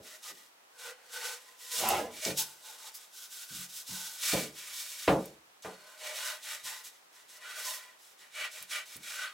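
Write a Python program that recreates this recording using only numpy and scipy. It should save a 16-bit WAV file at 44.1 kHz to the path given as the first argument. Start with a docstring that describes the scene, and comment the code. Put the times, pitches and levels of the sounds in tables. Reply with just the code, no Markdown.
"""Rag on plywood, workshop bench

Heard close: a rag is scrubbed in uneven strokes over the taped edges of a small plywood piece on a workbench.
Fibres catch and slip, a dense hiss of random clicks that rings the modes of the piece. The piece is dragged
with a gritty judder, rocked and set down, thudding through the modes of the bench top; cloth or glove snaps.
A small workshop adds a short tail of decaying noise over the faint, steady hiss of the microphone."""
import sys
import numpy as np
from scipy import signal
from scipy.fft import rfft, irfft
from scipy.io import wavfile
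from scipy.ndimage import uniform_filter1d

SR = 44100
rng = np.random.default_rng(int(sys.argv[2]) if len(sys.argv) > 2 else 0)


def master_out(mix):
    """Clip the mix to full scale and print it as 16-bit PCM to the path in sys.argv[1]."""
    frames = np.transpose(np.atleast_2d(mix))
    ceiling = np.clip(frames, -1, 1)
    pcm = np.round(ceiling * 32767).astype(np.int16)
    wavfile.write(sys.argv[1], SR, pcm)


def amplitude_ratio(level_db):
    """Convert a level in decibels to the matching linear amplitude (field) ratio."""
    exponent = np.asarray(level_db, float) / 20
    return 10 ** exponent


N = 411453
T = np.arange(N) / SR

# spectrum of the microphone hiss: f/Hz, relative level/dB per Hz
FLOOR_SPECTRUM = [(24, -56), (40, -24.5), (325, -5), (377, -3), (778, 1), (973, 1), (2450, -4),
                  (15500, -14.5)]
# modes of the bench top: f/Hz, relative level/dB, t60/s
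BENCH_MODES = [(143.5, -10.5, 0.4), (185.3, -4, 0.33), (301, -3, 0.2), (439, -3.5, .23), (550, -3, 0.22),
               (616, -5, 0.17), (855, -7, .14)]
# dense overtones of the bench top, band by band: f/Hz, relative level/dB, t60/s (longer during the rattle)
BENCH_OVERTONES = [(70, -24, 0.6), (170, -11, 0.42), (220, -1.5, 0.38), (350, 0.5, 0.42), (550, 7.5, 0.32),
                   (814, 3.5, 0.22), (1340, 1, 0.13), (1980, 0.3, .11), (3200, -0.5, 0.099),
                   (5500, -8, .05)]
# the piece lands or rocks: t/s, level/dB, low-pass f/Hz, rattle length/s, hardness/dB per octave
LANDINGS = [(0.0, -57.5, 343, 0.019, 9), (0.301, -62.5, 415, 0.017, 2), (2.26, -37.5, 666, 0.054, -1.5),
            (3.502, -57.5, 206, 0.096, -0.5), (3.883, -53.5, 237, 0.061, -4.3),
            (4.329, -31.5, 750, 0.052, -1.5), (5.077, -22, 4200, 0.091, -.3),
            (5.647, -42.5, 2370, 0.046, 2), (6.628, -73, 160, 0.0296, 1), (8.202, -84.5, 250, 0.043, -5),
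            (8.599, -72, 160, 0.036, -1), (8.953, -60, 333, .03, -2)]
# the piece slides over the bench: t/s, level/dB, centre f/Hz
SLIDE = [(1.73, -85, 550), (1.78, -48, 550), (1.84, -32, 720), (1.88, -31, 850), (1.93, -29, 670),
         (1.99, -33, 614), (2.06, -41.5, 474), (2.142, -52, 472), (2.2, -61, 402.2)]
# the cloth or glove snaps: t/s, relative level/dB, centre f/Hz
SNAPS = [(0.2404, -36, 4400), (1.888, -13, 12000), (2.2507, -19, 5530), (5.257, -32.5, 11400),
         (5.623, -40.5, 6090), (8.192, -47, 3450), (8.6255, -29, 12200), (8.966, -33, 11000)]
# strokes of the rag: t/s of top speed, speeding up/s, slowing down/s, relative hiss level/dB,
# ringing of the thin panels/dB and of the whole piece/dB, both against the hiss
RAG_STROKES = [(0.075, 0.12, 0.21, -52.5, -4, -11), (0.279, 0.14, 0.077, -47.5, -5.5, -7),
               (0.37, 0.14, 0.19, -60, -5.5, -9.0), (0.876, 0.26, 0.1, -51.0, 2.0, -0.5),
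               (0.976, 0.21, 0.34, -68.5, 4.5, 3), (1.248, 0.35, 0.22, -42.5, -2.0, -6.5),
               (1.456, 0.17, 0.25, -60.5, -3, -7.5), (1.623, 0.11, 0.62, -53.5, -6.5, -17),
               (1.795, 0.24, 0.4, -37, -6.5, -13.5), (2.214, 0.29, 0.007, -50.5, -3.5, -19.0),
               (2.264, 0.14, 0.132, -40, -3.5, -7), (2.39, 0.054, 0.085, -33.5, -15, -17),
               (2.378, 0.11, 0.36, -49, -8, -9.5), (2.704, 0.23, 0.14, -53.5, -4.5, -3),
               (2.869, 0.24, 0.075, -51.5, -3, -5.5), (2.954, 0.032, 0.057, -51, -34, -25),
               (2.988, 0.2, 0.19, -56.5, -5.5, -12), (3.222, 0.25, 0.11, -50.5, -10.5, -24),
               (3.413, 0.31, 0.095, -47.5, -11, -30), (3.612, 0.37, 0.11, -46, -8.5, -27),
               (3.778, 0.24, 0.099, -47.5, -13, -34), (3.961, 0.26, 0.43, -44.5, -9.0, -13.5),
               (4.303, 0.25, 0.27, -34, -4.5, -22.5), (4.684, 0.39, 0.15, -49.0, -3, -19),
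               (4.828, 0.27, 0.284, -45, -8, -22.5), (5.085, 0.44, 0.14, -46.5, -5, -33),
               (5.196, 0.186, 0.28, -58, -4, -33), (5.629, 0.0099, 0.28, -55.5, 2.5, -13),
               (5.904, 0.34, 0.5, -62, 1.5, -4.5), (6.07, 0.22, 0.46, -47, 1, -1.5),
               (6.272, 0.33, 0.17, -41, -1.5, -12.5), (6.499, 0.2, 0.2, -45, -1.5, -14.5),
               (6.672, 0.09, 0.24, -44.0, -3.5, -11.0), (6.855, 0.049, 0.08, -49.5, -10.0, -27),
               (6.9, 0.007, 0.275, -66, -4, -19), (7.182, 0.15, 0.13, -61, -2, -12.5),
               (7.364, 0.22, 0.044, -54.5, -5.5, -20), (7.516, 0.3, 0.61, -52.5, 6.0, -4.5),
               (7.696, 0.38, 0.18, -44, -11.5, -9.5), (7.82, 0.007, 0.19, -60, -7, -4),
               (8.077, 0.24, 0.14, -61.5, -7, -18), (8.215, 0.094, 0.14, -61, 2, -10),
               (8.418, 0.19, 0.12, -46, 8, -4), (8.565, 0.15, 0.17, -50, -2, -10),
               (8.738, 0.11, 0.15, -42.5, 4.0, -10.5), (8.951, 0.27, 0.055, -51.5, -3.5, -13),
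               (9.12, 0.25, 0.29, -45.5, 0.0, -13), (9.231, 0.17, 0.12, -50.0, 9, -4.5)]
# the edge being rubbed favours its own modes: from t/s, panel mode f/Hz, two body modes f/Hz
RUBBED_EDGES = [(0, 1920, 624, 624), (.2, 1920, 830, 1260), (.7, 1540, 490, 490), (1.15, 1540, 490, 854),
                (1.4, 1920, 1020, 490), (1.75, 1260, 624, 490), (2.1, 2280, 624, 624),
                (2.35, 1540, 880, 870), (2.78, 1260, 890, 890), (3.1, 1540, 1020, 885),
                (3.85, 1540, 900, 890), (4.2, 2280, 1000, 624), (5.6, 1540, 1000, 624),
                (5.98, 2280, 596, 605), (6.2, 1540, 614, 980), (6.38, 1920, 624, 877),
                (6.63, 1920, 870, 1057), (7.0, 1920, 1010, 624), (7.45, 1540, 650, 650),
                (7.64, 1920, 1022, 646), (8.3, 2280, 593, 594), (9.14, 1540, 600, 600),
                (9.21, 1620, 1260, 560)]
# spectrum of the cloth hiss: f/Hz, relative level/dB per Hz
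CLOTH_SPECTRUM = [(900, -41), (1600, -24), (2400, -8), (4000, 8.5), (7000, 0), (11000, 7.5), (15500, -4)]
# modes of the plywood piece: f/Hz, width/Hz of each of two passes, relative level/dB
PIECE_MODES = [(490, 39, 0.05), (624, 67, -0.3), (891.5, 56, -0.8), (1022, 45, 2), (1260, 76, -1.8),
               (1540, 200, 0.8), (1920, 240, -0.4), (2280, 180, -1.5), (2873, 170, -2.7), (3270, 140, -6),
               (3694, 140, -4), (4250, 220, 0)]


def unit(x):
    """Scale to rms 1."""
    return x / np.sqrt(np.mean(x ** 2))


def colour(x, points):
    """Filter through points of f/Hz, gain/dB."""
    hz, db = np.transpose(points)
    log_f = np.log(np.arange(N // 2 + 1) * SR / N + 1)
    return irfft(rfft(x) * amplitude_ratio(np.interp(log_f, np.log(hz), db)), N)


def band(x, lo_hz, hi_hz):
    """Band-pass, its upper corner kept below the Nyquist limit."""
    sos = signal.butter(2, [lo_hz, min(hi_hz, .45 * SR)], "bandpass", fs=SR, output="sos")
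    return signal.sosfilt(sos, x)


def walk(rate):
    """Random levels held 1 / rate seconds and slewed twice, rms 1."""
    hold = int(SR / rate)
    steps = np.repeat(rng.standard_normal(N // hold + 1), hold)
    return unit(uniform_filter1d(uniform_filter1d(steps, hold), hold)[:N])


def fade(t60_s, t):
    """Decay by 60 dB in t60_s."""
    return np.exp(-np.log(1000) * t / t60_s)


def slips(spread_db):
    """Small contacts letting go: a click each sample, a few much stronger than the rest."""
    return unit(rng.standard_normal(N) * amplitude_ratio(spread_db * rng.exponential(size=N)))


def floor():
    """Steady microphone hiss: coloured noise, partly unrelated left and right."""
    mid = unit(colour(rng.standard_normal(N), FLOOR_SPECTRUM))
    side = band(unit(colour(rng.standard_normal(N), FLOOR_SPECTRUM)), 300, 19000)
    return amplitude_ratio(-64.5) * (mid + amplitude_ratio(1.5) * side * np.array([[1], [-1]]))


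def workshop(x):
    """Reflections from shelves and walls as decaying noise, different left and right above the bass."""
    t60_s, first_s, mid_db, side_db = 0.087, .003, -11, -9
    t = T[:SR // 3]
    echo = rng.standard_normal((2, len(t))) * fade(t60_s, t) * (t > first_s)
    echo /= np.sqrt(np.sum(echo ** 2, axis=1, keepdims=True))
    mid, side = signal.fftconvolve(x[None], echo, axes=1)[:, :N]
    side = band(side, 800, 19000)
    return x + amplitude_ratio(mid_db) * mid + amplitude_ratio(side_db) * side * np.array([[1], [-1]])


def thuds():
    """Each landing strikes the bench modes, rattles a moment, then dies away from the treble down."""
    out, t = np.zeros(N), T[:int(.6 * SR)]
    for s, level_db, soft_hz, rattle_s, hard_db in LANDINGS:
        # the overtones die more slowly while the rattle lasts
        decay_t = np.maximum(t - rattle_s, 0) + 0.67 * np.minimum(t, rattle_s)
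        tail, ring = np.zeros(len(t)), np.zeros(len(t))
        for hz, db, t60_s in BENCH_OVERTONES:
            noise = unit(band(rng.standard_normal(len(t)), hz / 1.31, hz * 1.42))
            tail += amplitude_ratio(db + hard_db * np.log2(hz / 500)) * noise * fade(t60_s, decay_t)
        for hz, db, t60_s in BENCH_MODES:
            ring += amplitude_ratio(db + hard_db * np.log2(hz / 500)) * np.sin(2 * np.pi * hz * t) * fade(t60_s, t)
        # a first blow and a few random rebounds strike the modes
        rebounds = (rng.random(len(t)) < 150 / SR) * (t < rattle_s)
        blows = 1.3 * rng.standard_normal(len(t)) * rebounds
        blows[0] = 1.06
        sound = tail + amplitude_ratio(-5.5) * signal.fftconvolve(blows, ring)[:len(t)]
        # a soft contact passes only lows
        sound = signal.sosfilt(signal.butter(3, soft_hz, fs=SR, output="sos"), sound)
        sound *= amplitude_ratio(level_db) / np.sqrt(np.mean(sound[:SR // 20] ** 2))  # level over the first 50 ms
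        i = int(s * SR)
        out[i:i + len(t)] += sound[:N - i]
    return out


def drag():
    """Grit under the sliding piece judders; its pitch rises, then falls as more of the edge bears on the bench."""
    s, db, hz = np.transpose(SLIDE)
    grit = slips(spread_db=1.5) * amplitude_ratio(0.84 * walk(50.5))
    centre_octave = np.log2(np.interp(T, s, hz))
    out = np.zeros(N)
    for f in 60 * 2 ** np.arange(0, 5.4, 1 / 3):
        distance_octaves = np.abs(np.log2(f) - centre_octave)
        judder_db = 1.64 * walk(14)
        out += unit(band(grit, f / 1.15, f * 1.144)) * amplitude_ratio(judder_db - 8.0 * distance_octaves)
    return unit(out) * amplitude_ratio(np.interp(T, s, db, -200, -200))


def ticks():
    """Snaps of cloth or glove: short bright bursts of band-passed noise."""
    out, t = np.zeros(N), T[:SR // 30]
    for s, db, hz in SNAPS:
        snap = unit(band(rng.standard_normal(len(t)), hz / 1.5, hz * 1.5))
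        i = int(s * SR)
        out[i:i + len(t)] += amplitude_ratio(db - 5.5) * snap * fade(0.018, t)
    return out


def hand():
    """Each stroke swells and fades with hand speed; overlapping strokes add in power and share the wood."""
    rise_power, fall_power = 4.4, 3.17  # how pointed the swell is
    grip_at, grip_db, grip_s = .636, 5.5, 0.0034  # share of the rise at which the rag bites, level jump, its time
    wood_lag_s = 0.012  # the ringing of the wood trails the hiss
    t = T[::64]
    s, rise, fall, db, panel_db, whole_db = np.transpose(RAG_STROKES)[:, :, None]

    def power(lag_s):
        """Power of every stroke, weaker until the rag bites."""
        d = t - s - lag_s
        speed = np.clip(np.where(d < 0, 1 + d / rise, 1 - d / fall), 1e-3, 1)
        loose_db = grip_db * (1 - np.tanh((d + rise * (1 - grip_at)) / grip_s)) / 2
        swell = np.sin(np.pi / 2 * speed) ** np.where(d < 0, rise_power, fall_power)
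        return (amplitude_ratio(db - loose_db) * swell) ** 2

    now, late = power(0), power(wood_lag_s)
    press_db = (now * panel_db).sum(0) / now.sum(0)
    sheen_db = -6 - 0.37 * press_db  # a harder press rings the panels more and dulls the hiss
    hiss = np.sqrt(now.sum(0))
    panel = np.sqrt((late * amplitude_ratio(2 * panel_db)).sum(0))
    whole = np.sqrt((late * amplitude_ratio(2 * whole_db)).sum(0))
    return [np.interp(T, t, curve) for curve in (sheen_db, hiss, panel, whole)]


def favour(hz, slope_db):
    """How far (dB, 13 at most) a mode lies below the nearest one that the present edge favours."""
    edges = np.array(RUBBED_EDGES)
    octaves = np.abs(np.log2(hz / edges[:, 1:])).min(axis=1)
    below_db = np.minimum(slope_db * octaves, 13)
    present = np.searchsorted(edges[1:, 0], T)
    return uniform_filter1d(below_db[present], int(0.067 * SR))  # 67 ms from edge to edge


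def cloth(rub, sheen_db, speed):
    """Hiss of the fibres in three bands; a hard-pressed, dull stroke trades its top for rasp."""
    hiss = colour(rub, CLOTH_SPECTRUM)
    out = unit(band(hiss, 1457, 4000)) * amplitude_ratio(-0.5 - 0.21 * sheen_db)  # rasp
    out += unit(band(hiss, 4610, 7870)) * amplitude_ratio(0.21 * sheen_db + 3.5)  # swish
    out += unit(band(hiss, 13500, 28500)) * amplitude_ratio(sheen_db + 0.5)  # sheen
    return out * speed * amplitude_ratio(1.2 * walk(28))  # the cloth bunches and smooths under the fingers


def plywood(rub, panel, whole):
    """The rub rings the resonances of the piece; the edge being rubbed decides which of them speak."""
    wood = band(rub, 416, 5400)
    out = np.zeros(N)
    for hz, width, db in PIECE_MODES:
        peak = signal.iirpeak(hz, hz / width, SR)
        ring = unit(signal.lfilter(*peak, signal.lfilter(*peak, wood)))
        if hz < 1100:
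            gain = whole * amplitude_ratio(db - 2.0 - favour(hz, slope_db=55))
        elif hz < 2600:
            gain = panel * amplitude_ratio(db - 6 - favour(hz, slope_db=38))
        else:
            # the upper modes come and go as the rag crosses their nodes
            gain = panel * amplitude_ratio(db - 16 + 4 * walk(7))
        out += ring * gain * amplitude_ratio(2 * walk(18))
    # the piece also radiates broadly between its modes
    out += unit(band(wood, 695, 1100)) * whole * amplitude_ratio(-6.5)
    out += unit(band(wood, 1280, 2177)) * panel * amplitude_ratio(-3.5 - favour(1700, slope_db=6.5))
    out += unit(band(wood, 1750, 3005)) * panel * amplitude_ratio(-3.5 - favour(2300, slope_db=3.5))
    return out


def rag():
    """Fibres catching and slipping make one rub, heard as cloth hiss and through the plywood."""
    sheen_db, speed, panel, whole = hand()
    rub = slips(spread_db=2.0) * amplitude_ratio(0.89 * walk(90))
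    return cloth(rub, sheen_db, speed) + plywood(rub, panel, whole)


def scene():
    """Rag, bench and snaps in the workshop, over the microphone hiss."""
    return workshop(rag() + thuds() + drag() + ticks()) + floor()


def band_limit(x):
    """A steep low-pass at the top of the band."""
    return signal.sosfilt(signal.butter(12, 16970, fs=SR, output="sos"), x)


def record(dry):
    """The microphone cuts the deep bass and the top and favours the right a little."""
    mix = signal.sosfilt(signal.butter(4, 58, "highpass", fs=SR, output="sos"), dry)
    mix = signal.sosfilt(signal.ellip(8, .2, 60, 15850, fs=SR, output="sos"), mix)
    mix = mix * amplitude_ratio(np.array([[-.2], [.2]]))  # left, right
    return band_limit(mix)


dry = scene()
out = record(dry)
master_out(out)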